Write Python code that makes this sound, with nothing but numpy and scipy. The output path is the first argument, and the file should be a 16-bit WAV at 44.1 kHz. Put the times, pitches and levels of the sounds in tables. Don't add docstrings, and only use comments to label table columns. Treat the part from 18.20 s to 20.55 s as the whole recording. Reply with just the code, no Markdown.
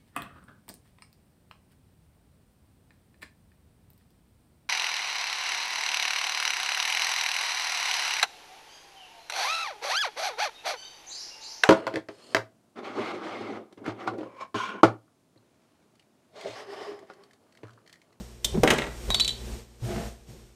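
import sys
import numpy as np
from scipy import signal
from scipy.fft import rfft, irfft
from scipy.io import wavfile

SR = 44100
rng = np.random.default_rng(int(sys.argv[2]) if len(sys.argv) > 2 else 0)


def waveform_to_disk(signal):
    frames = np.transpose(np.atleast_2d(signal))
    scaled = np.clip(frames, -1, 1) * 32767
    samples = np.round(scaled).astype(np.int16)
    wavfile.write(sys.argv[1], SR, samples)


N = 103635
T = np.arange(N) / SR
RING_T = T[:SR // 2]
FREQS = np.fft.rfftfreq(N, 1 / SR)


def amp(db):
    return 10 ** (np.asarray(db) / 20)


def unit(x):
    return x / np.sqrt(np.mean(abs(x) ** 2) + 1e-20)


def read(points, hz):
    f, value = np.transpose(points)
    return np.interp(np.log(hz + 1), np.log(f + 1), value)


def add(mix, start, sound):
    part = mix[max(round(start * SR), 0):][:len(sound)]
    part += sound[:len(part)]


def gate(start, rise, release, fall):
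    return np.clip((T - start) / rise, 0, 1) * np.clip(1 - (T - release) / fall, 0, 1)


def filtered_noise(gain):
    return unit(irfft(rfft(rng.standard_normal(N)) * gain, N))


def noise(colour):
    return filtered_noise(amp(read(colour, FREQS)))


def wander(hz):
    return filtered_noise(np.exp(-(FREQS / hz) ** 2))


def contact(colour, t60, rattle_db, size=4096):
    drive = rng.standard_normal(size) * amp(-60 * T[:size] / t60)
    drive *= amp(rattle_db) / np.linalg.norm(drive)
    drive[0] += 1
    log_gain = np.log(amp(read(colour, abs(np.fft.fftfreq(size, 1 / SR)))))
    body = np.fft.ifft(np.exp(np.conj(signal.hilbert(log_gain)))).real
    return 2 * signal.fftconvolve(drive, body[:size // 2])


def ring(modes):
    return sum(amp(db - 60 * RING_T / t60) * np.sin(2 * np.pi * hz * RING_T) for hz, db, t60 in modes)


def opener():
    # start in seconds, then thud, clack and treble levels in dB.
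    drops = [(0.4343, -1.5, -9, -8.5), (0.4358, -4.5, -21, -14.5), (.4385, -2.5, -23, -26),
             (.476, -8.5, -2.5, -13.5), (.5033, -15, -7.5, -11), (0.5055, -11, -2.5, -8),
             (0.5102, -12, -9, -12.5), (.518, -10.5, -11.5, -25), (.522, -13, -23, -30),
             (.537, -21, -26, -19), (0.5838, -30, -21, -20.5), (.587, -17, -11, -27),
             (.599, -16.5, -29, -43), (0.6201, -25, -14.5, -30), (0.641, -34, -22.5, -39),
             (0.668, -20.5, -28.5, -57)]
    # frequency in Hz, level in dB.
    thud = [(50, -15), (150, 14.5), (260, 16), (450, 18.5), (700, 13), (1200, 6), (1600, 3), (2600, -19.5),
            (6000, -28)]
    clack = [(200, -4), (900, -3), (1400, 7.5), (2100, 9.5), (3000, 5.5), (4000, 1), (4700, -15.5),
             (10000, -26.5)]
    treble = [(1500, -35), (4000, -4), (6300, 2), (8300, -6), (9900, -1.5), (12000, -14), (15000, -10)]
    # mode frequency in Hz, level in dB, T60 in seconds.
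    counter_modes = [(144, -29, 0.43), (215, -25, .1), (240, -26, 0.23), (261, -27, .2), (358, -25, 0.15),
                     (435, -29, .16), (490, -31, .1), (578, -22, .12), (622, -25, .1), (764, -27, 0.1),
                     (861, -26, 0.1)]
    opener_modes = [(1255, -36, .17), (1373, -24.5, .18), (1630, -31, .1), (1968, -28, .12),
                    (2037, -33, .16), (2112, -28, .12), (2142, -31, .12), (2841, -34, .11)]
    out = np.zeros(N)
    for start, thud_db, clack_db, treble_db in drops:
        add(out, start, amp(thud_db) * contact(thud, t60=.12, rattle_db=4))
        add(out, start, amp(thud_db) * ring(counter_modes))
        add(out, start, amp(clack_db) * contact(clack, t60=.05, rattle_db=4.5))
        add(out, start, amp(clack_db) * ring(opener_modes))
        add(out, start, amp(treble_db) * contact(treble, t60=.035, rattle_db=6.5))
    return out


def snap():
    # start in seconds, level in dB.
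    slips = [(.2453, -13.5), (.2473, -14), (.2481, -13.5)]
    # frequency in Hz, level in dB.
    colour = [(100, -9), (650, -6), (1000, -18), (2500, -9), (3200, 4.5), (6000, 3.5), (9500, -1),
              (12000, -9.5), (15000, -3)]
    # mode frequency in Hz, level in dB, T60 in seconds.
    modes = [(3195, -30, .18), (3465, -25, .1), (3586, -14, .04), (4475, -25, .045), (5051, -22, .04),
             (6257, -24, .04), (7750, -29, .05), (8857, -24, .05)]
    out = np.zeros(N)
    for start, db in slips:
        add(out, start, amp(db) * contact(colour, t60=.033, rattle_db=9))
        add(out, start, amp(db) * ring(modes))
    return out


def cap(split_hz=100, twin_db=-9, upper_hz=4434, upper_t60=.27, wobble_hz=28, flutter_db=2.2):
    # start in seconds, click, knock and main ring levels in dB, main pitch in Hz,
    # its T60 in seconds, upper ring level in dB, gain of the other modes in dB.
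    bounces = [(.904, -15.5, -7, -21.5, 3828, 0.28, -37, 0.5), (0.945, -8, -9.5, -10, 3915, 0.026, -24, 1),
               (0.9987, -13, -15, -41, 3930, 0.044, -37, -3),
               (1.0021, -12, -32, -14, 3950, 0.05, -47, -1.5),
               (1.0037, -14, -32, -8.5, 3960, 0.033, -24.5, -16),
               (1.007, -23, -45, -9, 3989, 0.04, -43, 0.5),
               (1.0475, -16.5, -30, -22, 3975, 0.086, -40, -16),
               (1.0788, -15, -35, -25.5, 3180, 0.073, -50, 1.5), (1.082, -19, -42, -31, 3990, .1, -59, -27),
               (1.092, -20.5, -41, -29, 3925, 0.08, -56, -22), (1.105, -29, -35, -38, 3970, 0.14, -57, -28)]
    # mode frequency in Hz, level in dB, T60 in seconds.
    other_modes = [(3470, -42, .14), (7170, -35, .07), (7590, -40, .06), (8510, -37, .05),
                   (11600, -41, .05)]
    # frequency in Hz, level in dB.
    click = [(300, -44), (2000, 1.5), (2800, 7.5), (3500, 17), (3950, 20.5), (4200, 2), (5200, 4.5),
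             (7500, 3.5), (9700, -2), (12000, -12), (15000, -19)]
    knock = [(150, -13), (550, 5), (1100, 10), (1600, 0), (2200, 7.5), (3500, -9), (8000, -20)]
    impacts, rings = np.zeros((2, N))
    main_rise = 1 - np.exp(-RING_T / .002)
    upper_rise = 1 - np.exp(-RING_T / .008)
    for start, click_db, knock_db, main_db, hz, t60, upper_db, other_db in bounces:
        add(impacts, start, amp(click_db) * contact(click, t60=.03, rattle_db=1.5))
        add(impacts, start, amp(knock_db) * contact(knock, t60=.03, rattle_db=1.5))
        beating_pair = ring([(hz, 0, t60), (hz - split_hz, twin_db, t60)])
        add(rings, start, amp(main_db) * main_rise * beating_pair)
        add(rings, start, amp(other_db) * ring(other_modes))
        add(rings, start, upper_rise * ring([(upper_hz, upper_db, upper_t60)]))
    wobble = np.exp(2j * np.pi * np.cumsum(wobble_hz * wander(hz=90)) / SR)
    flutter = unit(amp(flutter_db * wander(hz=110)))
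    return impacts + (signal.hilbert(rings) * wobble).real * flutter


def chatter(start=.46, ticks_per_s=1100, level_db=-31.5, decay_db_per_s=54):
    # frequency in Hz, level in dB.
    colour = [(200, -3), (600, 5), (1100, 1), (2100, -11), (3900, -11), (4600, -12), (8500, -14),
              (14000, -66)]
    struck = rng.random(N) < ticks_per_s / SR
    tick_db = .5 * np.minimum(rng.exponential(1, N), 4)
    ticks = struck * amp(tick_db) * rng.choice([-1, 1], N)
    rattle = unit(irfft(rfft(ticks) * amp(read(colour, FREQS)), N))
    window = gate(start, rise=.012, release=.671, fall=.027)
    return rattle * window * amp(level_db - decay_db_per_s * (T - start))


def bumps():
    # start in seconds, level in dB, pitch in Hz, length in seconds, relative scuff in dB.
    blows = [(.002, -34.5, 200, 0.032, -10), (0.246, -32, 59.5, 0.028, -3), (0.319, -27.5, 72, 0.048, -9.5),
             (0.339, -25, 381, 0.042, -1.5), (0.35, -23.5, 177, 0.043, -8), (.371, -23.5, 383, 0.015, 0),
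             (.376, -15, 208, 0.027, -13), (0.393, -25, 122, 0.036, -15), (0.876, -21, 50.4, 0.068, -12),
             (0.894, -35, 114, 0.051, -4), (1.316, -29.5, 58, 0.081, -15.5),
             (1.615, -25.5, 119.3, 0.11, -14.5), (1.695, -33, 370, 0.036, -5)]
    # frequency in Hz, level in dB.
    scuff = [(40, 10), (150, -0.5), (400, 0.5), (720, -6), (1100, -20), (2000, -25), (8000, -66)]
    out = np.zeros(N)
    for start, db, hz, length, scuff_db in blows:
        u = T / (.24 * length)
        envelope = amp(db) * (u * np.exp(1 - u)) ** 2
        add(out, start, envelope * (np.sin(2 * np.pi * hz * T) + amp(scuff_db) * noise(scuff)))
    return out


def slide(start=1.649, rise=.059, grind_db=-35.5, grain_db=2.5, lift_db_per_s=62):
    # centre frequency in Hz, half-width in Hz, level in dB.
    resonances = [(224.7, 11, -38.5), (365, 13, -42), (682, 26, -40.5)]
    # frequency in Hz, level in dB.
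    colour = [(40, -44), (110, 6), (160, -7), (224, 9.5), (300, -21), (365, -10), (450, -4), (590, -12.5),
              (690, -2.5), (930, -15.5), (1300, -16), (3000, -22.5), (9000, -40), (15000, -50)]
    drone = sum(amp(db) * filtered_noise(1 / (1 + ((FREQS - hz) / width) ** 2))
                for hz, width, db in resonances)
    grind = amp(grind_db) * unit(noise(colour) * amp(grain_db * wander(hz=119)))
    lift = amp(-lift_db_per_s * np.maximum(T - start - rise, 0))
    return gate(start, rise, release=1.815, fall=.083) * (grind + drone * lift)


def rustle(start=2.073, rise=.015, t60=.55, level_db=-46.5):
    # frequency in Hz, level in dB.
    colour = [(60, -4), (140, 7), (550, -11), (1200, -33)]
    age = np.maximum(T - start, 0)
    return np.minimum(age / rise, 1) * amp(level_db - 60 * age / t60) * noise(colour)


def kitchen(x, build_up_s=.0053):
    # frequency in Hz, reverberation time in seconds, level in dB.
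    bands = [(100, .5, -12.5), (400, 0.39, -6), (1200, 0.44, -7), (3000, 0.38, -8.5), (6800, 0.42, -12.5),
             (14000, 0.073, -5.5)]
    hz, t, spectrum = signal.stft(rng.standard_normal(SR), SR, nperseg=256)
    t60, db = (read(np.array(bands)[:, [0, k]], hz)[:, None] for k in (1, 2))
    unit_energy = np.sqrt(2 * np.log(1000) / (t60 * SR))
    tail = signal.istft(spectrum * amp(db - 60 * t / t60) * unit_energy, SR, nperseg=256)[1][:SR]
    onset = np.minimum(T[:SR] / build_up_s, 1) ** 2
    return signal.fftconvolve(x, tail * onset)[:N]


def background(hiss_db=-43, waver_depth=.16, waver_hz=2.8):
    # frequency in Hz, level in dB.
    tones = [(59.2, -42.5), (119, -49.5), (225, -54), (354, -55.5), (472, -58.5), (5561, -63.5)]
    hiss = [(20, -15.5), (45, 7.5), (80, -10.5), (150, -10), (225, -5.5), (290, -15.5), (360, -6.5),
            (600, -13.5), (1200, -21.5), (3000, -22.5), (8000, -24), (10000, -26.5), (12000, -32),
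            (15000, -31.5)]
    # time in seconds, gain in dB.
    swell = [(0, -1.5), (.06, -6), (.22, -11.5), (.235, -9), (.26, 0), (.42, -1), (.6, -4), (.76, -1.5),
             (.9, 3.5), (1.15, -2), (1.33, 2), (1.39, -2), (1.47, -13), (1.59, -14), (1.65, 2.5), (1.87, 2),
             (1.97, -12.5), (2.06, -15), (2.1, -7), (2.2, -10.5), (2.35, -17)]
    hum = np.zeros(N)
    for hz, db in tones:
        waver = 1 + waver_depth * (wander(waver_hz) + 1j * wander(waver_hz))
        hum += amp(db) * unit((waver * np.exp(2j * np.pi * hz * T)).real)
    return (hum + amp(hiss_db) * noise(hiss)) * amp(np.interp(T, *np.transpose(swell)))


def scene():
    direct = snap() + opener() + chatter() + cap() + bumps() + slide() + rustle()
    return (direct + kitchen(direct) + background())[None]


def record(dry, overload=.68, low_cut_hz=31, notch_hz=10610, shelf_hz=14480, edge_hz=15800):
    hz = np.fft.rfftfreq(2 * N, 1 / SR)
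    notch_db = -29.5 * np.exp(-((hz - notch_hz) / 505) ** 4)
    shelf_db = -23 * np.clip((hz - shelf_hz) / 250, 0, 1)
    low_cut_db = 20 * np.log10(1e-6 + hz ** 2 / np.sqrt(hz ** 4 + low_cut_hz ** 4))
    clipped = overload * np.tanh(dry / overload)
    coloured = irfft(rfft(clipped, 2 * N) * amp(notch_db + shelf_db + low_cut_db), 2 * N)[:, :N]
    low_pass = signal.firwin(511, edge_hz, window=("kaiser", 9), fs=SR)
    return signal.oaconvolve(coloured, low_pass[None], "same")


dry = scene()
out = record(dry)
waveform_to_disk(out)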